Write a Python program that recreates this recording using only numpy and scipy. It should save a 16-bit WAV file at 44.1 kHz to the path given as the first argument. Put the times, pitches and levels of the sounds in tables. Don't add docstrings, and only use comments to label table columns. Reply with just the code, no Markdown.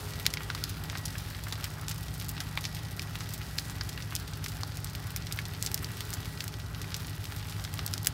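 import sys
import numpy as np
from scipy import signal
from scipy.fft import rfft, irfft, next_fast_len
from scipy.io import wavfile
from scipy.ndimage import uniform_filter1d

SR = 44100
rng = np.random.default_rng(int(sys.argv[2]) if len(sys.argv) > 2 else 0)


def level_to_linear(level):
    exponent = np.asarray(level, float) / 20
    return 10 ** exponent


def store_pcm(level_fs):
    pcm = np.round(np.clip(level_fs, -1, 1) * 32767).astype(np.int16)
    wavfile.write(sys.argv[1], SR, np.atleast_2d(pcm).T)


N = 358533
TIME_S = np.arange(N) / SR

# start_s, draught_db, dry_fuel_db
BLAZE = [(0.0, -47, -49), (0.2, -45, -53.5), (0.93, -45, -56), (1.31, -48, -53), (1.83, -46.5, -56.5),
         (2.15, -50.5, -53.5), (2.42, -47, -56.5), (3.51, -48.5, -53), (4.2, -48, -57), (5.25, -49.5, -57),
         (6.0, -47.5, -53.5), (6.57, -51, -57.5), (6.77, -49, -56.5), (6.9, -45.5, -55), (7.27, -52.5, -56),
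         (7.81, -45.5, -54.5), (8.13, -47.5, -59)]
# freq_hz, density_db_per_hz
ROAR_SPECTRUM = [(120, -4), (200, -3.5), (399, -8), (497, -12), (842, -8), (974, -12), (1400, -8),
                 (2060, -14.5), (2250, -15.5), (4920, -15), (6710, -22), (12900, -25), (15500, -28)]
# centre_hz, width_hz, level_db
CHURN = [
    (56.8, 25.5, -49.5),
    (95.7, 37, -47.5),
    (163.7, 26.4, -53),
]
# multiple, level_db
SHAFT_HUM = [(2, -51), (4, -58.5), (5, -47), (6, -57.5), (8, -65), (9, -61), (10, -66), (20, -71),
             (28, -67)]
# start_s, level_db
WHINE_LEVEL = [(0.0, -76), (0.12, -55), (0.64, -56.5), (0.74, -72), (0.86, -55), (1.54, -64), (2.2, -58.5),
               (2.95, -57.5), (3.2, -58.5), (3.96, -56), (4.3, -74), (4.6, -65), (5.55, -58), (6.15, -58.5),
               (6.9, -60), (7.45, -63), (7.8, -59), (8.13, -62)]
# start_s, turns_done, level_db
IDLE = [
    (0.0, 0.2, -42),
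    (2.0, 21.82, -41.3),
    (3.5, 38.02, -42),
    (4.0, 43.33, -40.8),
    (5.2, 56.43, -40.2),
    (6.0, 64.94, -40.4),
    (7.0, 75.73, -41.6),
    (8.13, 88.28, -40.2),
]
# centre_hz, width_hz, level_db
EXHAUST_MODES = [
    (53, 7.1, -21),
    (91.7, 25.5, 2.5),
    (102.4, 9, 9),
    (153, 76, -16.5),
]
# freq_hz, level_db
HORN_CHORD = [
    (372, -78),
    (416, -56),
    (517, -61),
    (619, -68),
]
# freq_hz, gain_db
POP_PATH = [(1500, 6), (3000, 1), (5100, 0.5), (6800, -4), (9700, -6), (13000, -3), (15500, -4.5)]
# start_s, level_db
BARK_TICKS = [(.0074, -41), (.1564, -43), (.1906, -41), (.704, -41), (.771, -44), (1.104, -40),
              (1.3804, -46), (1.5125, -41), (1.609, -41), (3.4654, -45), (4.1077, -39), (5.1734, -38),
              (5.4165, -44), (6.204, -40), (6.905, -40.5), (7.0044, -40), (7.1074, -43), (7.9312, -38)]
# start_s, level_db
NEEDLE_TICKS = [(.2154, -44), (.922, -43), (1.813, -39), (1.944, -43), (2.437, -45), (3.3884, -44),
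                (3.5564, -43), (4.312, -48), (4.547, -45), (4.803, -43), (4.957, -39), (5.484, -39),
                (6.171, -48), (6.334, -48), (6.587, -48), (7.47, -46), (7.849, -46), (8.031, -35)]
# start_s, level_db, ring_hz
DAMP_SNAPS = [(0.136, -39, 4690), (0.255, -33, 3490), (0.304, -37, 5210), (0.4066, -34.5, 1520),
              (0.9296, -38, 1460), (.9737, -36.5, 5070), (1.081, -38, 4880), (1.154, -38, 1760),
              (1.3479, -36.5, 2670), (1.469, -36, 1453), (1.634, -42, 4620), (2.213, -36.5, 3446),
              (2.6412, -32.5, 3800), (2.7675, -37.5, 3020), (3.415, -37.5, 2715), (3.9763, -34.5, 2590),
              (4.023, -37, 4610), (4.1236, -35, 1700), (4.8718, -39.5, 4690), (5.269, -36, 4390),
              (5.3126, -38, 2580), (5.3736, -38, 3360), (5.454, -34.5, 4780), (6.54, -39.5, 3734),
              (6.747, -38, 3370), (6.843, -39, 2115), (7.0823, -40, 3620), (7.524, -38.5, 3620),
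              (7.64, -36, 6040), (7.7741, -43, 3330)]
# start_s, level_db, ring_hz
DRY_SNAPS = [(0.198, -32.5, 2770), (.4331, -38, 4260), (0.8382, -36, 3500), (0.9823, -36.5, 4390),
             (1.183, -34.5, 4880), (1.438, -36.5, 4950), (2.0303, -38.5, 4010), (2.14, -41, 6290),
             (2.199, -34, 4740), (2.245, -38.5, 5340), (2.609, -37, 5380), (2.748, -34.5, 4000),
             (2.91, -42, 6240), (3.026, -38, 3880), (3.306, -41, 4350), (3.3786, -40, 5380),
             (3.582, -33, 4480), (3.595, -36, 4598), (4.771, -36, 4480), (5.1048, -40, 3500),
             (5.536, -39.5, 2973), (5.65, -34, 5570), (5.8305, -36, 2020), (5.970, -38, 4060),
             (6.0514, -42, 5470), (7.0692, -39, 5803), (7.242, -41, 4030), (7.363, -38, 5080),
             (2.916, -43, 7500), (3.096, -46, 5000), (0.228, -44, 6000), (1.899, -37, 3400),
             (7.02, -44, 6500)]
# start_s, level_db, ring_hz, treble_db
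FAINT_SNAPS = [(0.577, -41, 2630, -12), (1.302, -40, 4420, 2), (1.484, -40, 5530, -2),
               (1.5552, -39, 3620, -18), (1.8327, -43, 1673, -18), (1.981, -38.5, 5000, 3),
               (2.083, -39.5, 4450, -11), (2.367, -39.5, 3080, -21), (2.9661, -41, 5010, 9),
               (3.2907, -37.5, 4870, 2), (3.8347, -40, 5030, 1), (3.929, -40, 4260, -9),
               (4.199, -38, 4520, -1), (4.2777, -38, 3960, -7), (4.335, -38.5, 4970, -22),
               (4.519, -40, 4480, -4), (4.5689, -42, 4800, 0), (4.6098, -40.5, 5470, -7),
               (4.6758, -42, 4336, 3), (5.07, -40, 4200, 8), (5.2225, -40.5, 4380, -19),
               (5.3616, -39, 3700, 14), (5.5484, -40.5, 3570, -16), (5.9172, -41, 5450, 11),
               (6.3747, -39.5, 3520, -21), (6.6, -42, 3750, -25), (6.9197, -37, 3300, -14),
               (7.0467, -40.5, 3444, -19), (7.427, -41.5, 3430, -20), (7.497, -39, 5730, -7),
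               (0.8629, -47, 1850.0, 1), (0.9565, -37, 1590.0, -21), (1.1557, -40, 1640.0, -20),
               (1.1997, -43, 1640.0, 7), (1.6257, -41, 2540.0, -12), (1.6655, -41, 1810.0, -1),
               (1.833, -44, 1420.0, -11), (1.9161, -34, 4650.0, -14), (2.009, -43, 6890.0, 3),
               (2.0627, -49, 5250.0, 8), (2.1485, -44, 3750.0, 10), (2.1795, -41, 5600.0, 12),
               (2.223, -37, 3270.0, 1), (2.2845, -37, 6030.0, 3), (2.3156, -40, 1640.0, 3),
               (2.7911, -42, 3616, -18), (2.85, -43, 5040.0, -7), (2.9294, -47, 2450.0, -5),
               (3.019, -37, 4780.0, -8), (3.188, -45, 4480.0, 2), (3.4097, -43, 2200.0, -12),
               (3.5643, -48, 1592, -13), (3.706, -41, 1590.0, 9), (3.8477, -46, 4786, -11),
               (4.0035, -40, 2370.0, -11), (4.3726, -43, 5127, 7), (4.4982, -42, 6680.0, 9),
               (4.7207, -43, 3660.0, -16), (4.8978, -41.5, 5640.0, -4), (5.1047, -42, 1550.0, 9),
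               (5.2606, -45, 3750.0, 0), (5.3463, -43, 2800.0, 7), (5.672, -32, 4150, -8),
               (5.6436, -39, 4910.0, 1), (5.8262, -38, 1120.0, 8), (6.093, -40, 3750.0, 2),
               (6.2303, -42, 2710.0, -13), (6.831, -45, 4790, -16), (7.0962, -41, 6956, -6),
               (7.241, -41, 3570.0, -2), (7.317, -45, 5300.0, -9), (7.3936, -47, 3230.0, -12),
               (7.4535, -39, 1640.0, -18), (7.676, -41, 2280.0, -14), (7.7832, -42, 1381, 4)]
# start_s, level_db, low_hz, treble_db, scatter_db
STICK_POPS = [(0.2647, -15, 2480, -8, -25), (0.3384, -24.5, 2300, -4, -22), (0.6395, -23.5, 3760, -6, -20),
              (.6949, -34.5, 2627, 5, -16), (.8989, -32.5, 2070, -23, -17), (1.5245, -29, 1150, -6, -13),
              (1.6421, -29, 2262, -5, -11.5), (2.404, -29, 1900, -4, -14), (2.652, -29, 2500, -12, -12),
              (2.995, -27.5, 2210, -17, -28), (3.2064, -35.5, 1409, -28, -11),
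              (3.5857, -22, 2940, -30, -20.5), (4.1635, -29, 3190, -15, -21),
              (4.4419, -34.5, 3790, -2, -11), (4.462, -30.5, 1680, -14, -24),
              (4.6336, -27.5, 960, -16, -30), (5.716, -32.5, 1770, -1, -18),
              (5.8454, -30, 3700, -13, -18.5), (6.0066, -29.5, 2040, -4, -15),
              (6.13, -33.5, 1410, -19, -30), (6.4057, -28.5, 2540, -14, -17.5),
              (6.9436, -27.5, 2840, -13, -18), (8.047, -32, 1858, 5, -17), (8.0601, -30, 1680, 0, -21)]
# start_s, level_db, low_hz, high_hz, treble_db
BRANCH_POPS = [(.372, -28, 1850, 4700, -39), (0.5018, -25.5, 1310, 4460, -44),
               (0.5494, -29.5, 1140, 4780, -9), (0.9538, -31.5, 930, 2240, -32),
               (1.5288, -39, 3020, 4630, -25), (1.9122, -32, 1640, 6930, -11),
               (2.3792, -35, 1284, 3890, -28), (2.5745, -23, 1140, 3903, -9),
               (3.1552, -31.5, 1640, 4600, -9), (3.698, -35, 1210, 6660, -19),
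               (3.8107, -29, 1490, 5200, -35), (4.9512, -33.5, 2413, 4940, -8),
               (5.389, -27, 1664, 3560, -8), (5.7769, -34, 2200, 6800, -9), (6.257, -37, 1770, 5270, -8),
               (6.4797, -32.5, 3100, 7500, -3), (7.2543, -35.5, 2590, 6760, -22),
               (7.3225, -35, 1120, 3740, -12), (7.597, -38, 1341, 5000, -21),
               (7.6497, -32, 1565, 5280, -10), (7.792, -28.5, 1270, 4430, -16),
               (7.878, -34, 3454, 6760, -18)]
# start_s, level_db, low_hz, treble_db, scatter_db
TWIG_POPS = [(1.0548, -31, 3480, 4, -11.5), (1.8832, -28.5, 2760, -13, -22), (1.8935, -34, 3900, 1, -13),
             (2.2919, -29, 3660, 4, -17), (3.337, -35, 3490, 3, -9), (3.8916, -35, 3490, -4, -11),
             (4.1525, -24.5, 3920, 0, -19.5), (4.483, -37.5, 3957, -7, -10), (4.845, -30, 3990, 7, -21),
             (5.1625, -26, 2327, 7, -20), (5.3244, -27, 3490, -3, -19.5), (5.6257, -24, 4084, -6, -21),
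             (5.6632, -25, 4610, -18, -21), (5.7441, -19.5, 4300, 1, -27), (6.1047, -34, 2314, 2, -22),
             (6.1366, -29.5, 4780, 2, -14), (6.441, -33, 1890, -2, -21), (6.8164, -35.5, 2580, -5, -16),
             (6.9646, -36, 3400, 2, -14), (7.74, -32.5, 2236, -3, -26), (7.864, -24.5, 3676, 9, -32),
             (7.938, -24.5, 3380, -6, -22), (7.9792, -32, 3560, -14, -23), (8.071, -15, 2340, 2, -24)]
# start_s, low_ring_hz, low_lift_db, high_ring_hz, high_lift_db
SPLINTER_RINGS = [(0.2647, 2160, 5, 4000, 7), (0.3384, 2100, 8, 5040, 6), (0.372, 2200, 14, 5000, 6),
                  (0.5022, 1470, 12, 3790, 5), (0.5494, 1250, 9.5, 4290, 7), (0.6395, 3000, 6, 4500, 10),
                  (0.9533, 1290, 3, 4410, 20), (1.0548, 4910, 3, 5840, 3), (1.5245, 1490, 5, 3560, 20),
                  (1.6421, 2520, 4, 3250, 2), (1.8832, 5470, 3, 7200, 6), (2.2919, 5530, -1, 8160, -5),
                  (2.404, 3540, 13, 5490, 9), (2.5742, 2260, 16, 3640, 12), (2.652, 4030, 2, 5400, 12),
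                  (2.995, 2370, 11, 5000, 7.5), (3.1543, 2822, 7, 3490, 6), (3.5857, 4430, 7.5, 5880, -3),
                  (3.8106, 1530, 8, 4590, 10), (4.1525, 5340, 4, 9000, 3), (4.462, 1310, 3, 2260, 7),
                  (4.6336, 1100, 9, 4420, 12.5), (4.845, 5905, 3, 8500, 3), (5.1625, 2280, 11.5, 5140, 11),
                  (5.3244, 3680, 2, 5470, 2), (5.389, 2160, 9, 4370, 3), (5.6257, 4810, 1, 8200, 3),
                  (5.6632, 4917, 1, 5555, 2), (5.7441, 5530, 6, 7710, -4), (5.8454, 4740, 4, 5600, 0),
                  (6.0066, 3470, 10, 5430, -12), (6.1366, 5540, 6, 7970, 6), (6.4057, 2650, 7, 5040, 6),
                  (6.9436, 3380, 2, 5570, 4), (7.6495, 3600, 9, 5168, 5), (7.792, 1530, -1, 3120, 7),
                  (7.864, 4310, 9, 7970, 1), (7.938, 1398, 17.5, 5310, 8.5), (8.047, 3603, 10, 4800, 13),
                  (8.071, 2950, 8, 7800, 8)]
# start_s, ring_hz, lift_db
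BODY_KNOCKS = [(.2647, 8600, 3), (.3384, 8150, 5), (.9533, 895, 11), (1.5245, 1000, 6), (2.404, 1590, 8),
               (2.5742, 1090, 10.5), (2.5742, 800, 12), (3.5857, 1670, 10), (4.1525, 6760, 3),
               (4.6336, 805, 5), (5.6257, 6730, 5), (7.938, 10300, 3), (8.071, 5490, 4), (8.071, 4640, 5),
               (8.071, 1560, 9), (8.071, 10700, 5.5), (8.071, 15020, 0), (.2647, 12500, 3),
               (.6395, 11900, 7), (.5494, 8160, 8), (5.389, 1700, 5)]


def level(x, db):
    return x * level_to_linear(db) / np.sqrt(np.mean(x ** 2))


def curves(table):
    start_s, *columns = np.transpose(table)
    return [np.interp(TIME_S, start_s, column) for column in columns]


def walk(rate_hz):
    hold = int(SR / rate_hz)
    steps = np.repeat(rng.standard_normal(N // hold + 1), hold)
    return 1.09 * uniform_filter1d(uniform_filter1d(steps, hold), hold)[:N]


def band(x, hz, width_hz):
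    return signal.lfilter(*signal.iirpeak(hz, hz / width_hz, fs=SR), x)


def rumble(hz, width_hz):
    return band(band(rng.standard_normal(N), hz, width_hz), hz, width_hz)


def flames():
    roar_db, hiss_db = curves(BLAZE)
    hz_points, db_points = np.transpose(ROAR_SPECTRUM)
    size = next_fast_len(N)
    f = np.fft.rfftfreq(size, 1 / SR) + 1
    colour = level_to_linear(np.interp(np.log(f), np.log(hz_points), db_points))
    colour = colour / np.sqrt(np.sum(colour[(f > 500) & (f < 6000)] ** 2) / len(f))
    swell_db = 0.5 * roar_db + 0.5 * roar_db.mean()
    sizzle_db = hiss_db - hiss_db.mean() + roar_db.mean()
    flicker = walk(70)
    out = 0
    for octave in np.arange(7, 14.5, 0.5):
        share = np.cos(np.pi * np.clip(np.log2(f) - octave, -0.5, 0.5))
        noise = irfft(rfft(rng.standard_normal(N), size) * colour * share)[:N]
        bright = np.clip((octave - 10.5) / 3.2, 0, 1)
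        treble_db = bright * (sizzle_db - swell_db + 2.0 * flicker)
        out = out + noise * level_to_linear(swell_db + treble_db + 1.6 * walk(12) - 2.0)
    return out + sum(level(rumble(hz, width_hz), db) for hz, width_hz, db in CHURN)


def generator():
    teeth, whine_hz, creep_hz_per_s = 64, 1927, 1.5
    whine_db, = curves(WHINE_LEVEL)
    shaft_hz = (whine_hz + creep_hz_per_s * TIME_S + 3.6 * walk(4)) / teeth
    turn = 2 * np.pi * np.cumsum(shaft_hz) / SR
    hum = sum(level_to_linear(db + 1.6 * walk(9)) * np.sin(int(round(k)) * turn + 7 * rng.random())
              for k, db in SHAFT_HUM)
    whine = level_to_linear(whine_db - 1.5 + 2 * walk(20)) * np.sin(teeth * turn + 0.7 * walk(30))
    return np.sqrt(2) * (hum + whine)


def truck(rough=0.033, scatter_db=0.0):
    turns, db = curves(IDLE)
    firing = (4 * (turns + 0.2)).astype(int)
    at = np.flatnonzero(np.diff(firing))
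    jitter, uneven = rng.standard_normal((len(at), 2)).T
    pattern_db = np.array([14.0, -29, -13, -32])[firing[at + 1] % 4]
    where = np.clip(at + rough * SR / 43 * jitter, 0, N - 1).astype(int)
    pulses = np.bincount(where, level_to_linear(pattern_db + scatter_db * uneven), N)
    pipe = sum(level_to_linear(gain_db) * band(band(pulses, hz, width_hz), hz, 2 * width_hz)
               for hz, width_hz, gain_db in EXHAUST_MODES)
    return level(pipe, -0.46) * level_to_linear(db)


def road():
    lorry_s, rise_s, fall_s, lorry_db = 5.75, 0.53, 0.99, 9.5
    late_s = TIME_S - lorry_s
    swell_db = lorry_db * np.exp(-np.abs(late_s) / np.where(late_s < 0, rise_s, fall_s))
    return level(rumble(400, 79), -4.0) * level_to_linear(-60.5 + swell_db)


def horn():
    end_s, fade_s = 0.39, 0.21
    late = np.maximum(TIME_S - end_s, 0) / fade_s
    out = 0
    for hz, db in HORN_CHORD:
        fade = np.exp(-late * (hz / 416) ** 4)
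        out = out + np.sqrt(2) * level_to_linear(db + 1.9 * walk(11)) * fade * np.sin(2 * np.pi * hz * TIME_S)
    return out


def pop_colour(f, low_hz, high_hz, treble_db):
    ring = 1 / np.sqrt((1 + (low_hz / 0.89 / f) ** 5) * (1 + (f / high_hz / 1.137) ** 8))
    hollow = np.exp(-(np.log(f / np.sqrt(low_hz * high_hz)) / 0.67) ** 2)
    hollow = hollow * np.clip(np.log(high_hz / low_hz) - 0.8, 0, 1)
    ripple_db = 6.3 * np.sin(f / 620 + 7 * rng.random(low_hz.shape))
    treble = level_to_linear(treble_db - 1.5) / (1 + (7500 / f) ** 6) * level_to_linear(ripple_db)
    path_hz, path_db = np.transpose(POP_PATH)
    return (ring * level_to_linear(-13 * hollow) + treble) * level_to_linear(np.interp(np.log(f), np.log(path_hz), path_db))


def pops(rows, crack_s, tail_s, size=1536, count=192, rings=(), order=32):
    start_s, db, low_hz, high_hz, treble_db, tail_db = (c[:, None] for c in np.transpose(rows))
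    f = np.fft.rfftfreq(size, 1 / SR) + 1
    t = (np.arange(size) - count) / SR + 0.00033
    after = np.maximum(t, 0)
    plain = pop_colour(f, low_hz, high_hz, treble_db)
    colour = plain + 0j
    for at_s, *pairs in rings:
        nearest = np.argmin(np.abs(start_s - at_s))
        for hz, lift_db in np.reshape(pairs, (-1, 2)):
            colour[nearest] *= 1 + (level_to_linear(lift_db) - 1) / (1 + 8j * (f / hz - hz / f))
    crack_noise, tail_noise, lump_noise = rng.standard_normal((3, len(rows), size))
    split = after / (crack_s * (4000 / low_hz) ** 0.26)
    fall = (np.exp(-split) + 0.1 * np.exp(-split / 4)) * np.minimum(after / 0.0003, 1)
    crack = rfft(crack_noise * fall)
    evenness = np.sqrt(uniform_filter1d(np.abs(crack) ** 2, size // order))
    crack = irfft(colour * crack / evenness, size)
    crack = crack * np.exp(np.minimum(t, 0) / 0.00053)
    crack = crack / np.sqrt(np.sum(crack ** 2, axis=1, keepdims=True) / 96)
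    lumps = level_to_linear(4.2 * 5.1 * uniform_filter1d(lump_noise, size=36))
    tail_colour = np.sqrt(plain * np.abs(colour)) / np.sqrt(1 + (f / 9000) ** 2)
    tail = irfft(tail_colour * rfft(tail_noise), size) * lumps
    tail = tail / tail.std(axis=1, keepdims=True)
    creak = level_to_linear(-21) * np.exp(np.minimum(t, 0) / 0.002) * (t < 0)
    scatter = level_to_linear(np.maximum(tail_db, -29) + 11.5) * np.exp(-after / tail_s) * np.minimum(after / 0.0013, 1)
    burst = level_to_linear(db) * (crack + tail * (creak + scatter))
    where = (start_s * SR).astype(int) + np.arange(size)
    return np.bincount(where.ravel(), burst.ravel(), N + size)[count:N + count]


def crackle(count, db, spread_db, treble_db=-18, tail_db=-18):
    moment, bigness, pitch, brightness = rng.random((count, 4)).T
    swarm = np.cumsum(level_to_linear(2.5 * walk(6) + curves(BLAZE)[1]))
    start_s = np.searchsorted(swarm, moment * swarm[-1]) / SR
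    ring_hz = 1400 * 8.3 ** pitch
    level_db = db + np.minimum(-spread_db * np.log(1 - bigness), 6)
    rows = [start_s, level_db, ring_hz / 2.2, ring_hz * 0.91, treble_db + 18 * brightness, tail_db + 0 * start_s]
    return pops(np.transpose(rows), crack_s=0.0013, tail_s=0.0034, size=768)


def pinpricks():
    rows = []
    for table, ring_hz, treble_db in ((BARK_TICKS, 4300, -8), (NEEDLE_TICKS, 6500, 6)):
        rows += [(s, db, ring_hz / 1.2, ring_hz * 0.96, treble_db, -26) for s, db in table]
    return pops(rows, crack_s=0.00062, tail_s=0.004, size=768)


def snaps():
    table = [(*row, -14.5) for row in DAMP_SNAPS] + [(*row, 1) for row in DRY_SNAPS]
    table = table + FAINT_SNAPS
    rows = [(s, db, hz / 1.54, hz * 1.4, treble_db, -19) for s, db, hz, treble_db in table]
    return pops(rows, crack_s=0.001, tail_s=0.013, size=1024)


def cracks():
    rows = [(*row, -18.5) for row in BRANCH_POPS]
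    for table, top_hz in ((STICK_POPS, 6030), (TWIG_POPS, 7800)):
        rows += [(s, db, low_hz, top_hz, treble_db, tail_db) for s, db, low_hz, treble_db, tail_db in table]
    return pops(rows, crack_s=0.00052, tail_s=0.0084, rings=SPLINTER_RINGS + BODY_KNOCKS, order=128)


def scene():
    fire = flames() + crackle(count=1900, db=-51.5, spread_db=2.5)
    fire = fire + crackle(count=350, db=-58, spread_db=-0.5, treble_db=-5, tail_db=-34)
    fire = fire + pinpricks() + snaps() + cracks()
    return (fire + generator() + truck() + road() + horn())[None]


def roll_off(x):
    return signal.sosfilt(signal.butter(12, 15750, fs=SR, output="sos"), x)


def record(dry):
    bass_cut = signal.butter(3, 38, "high", fs=SR, output="sos")
    top_cut = signal.ellip(8, 0.3, 50, 15750, fs=SR, output="sos")
    mix = signal.sosfilt(np.vstack([bass_cut, top_cut]), dry)
    return roll_off(mix)


dry = scene()
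out = record(dry)
store_pcm(out)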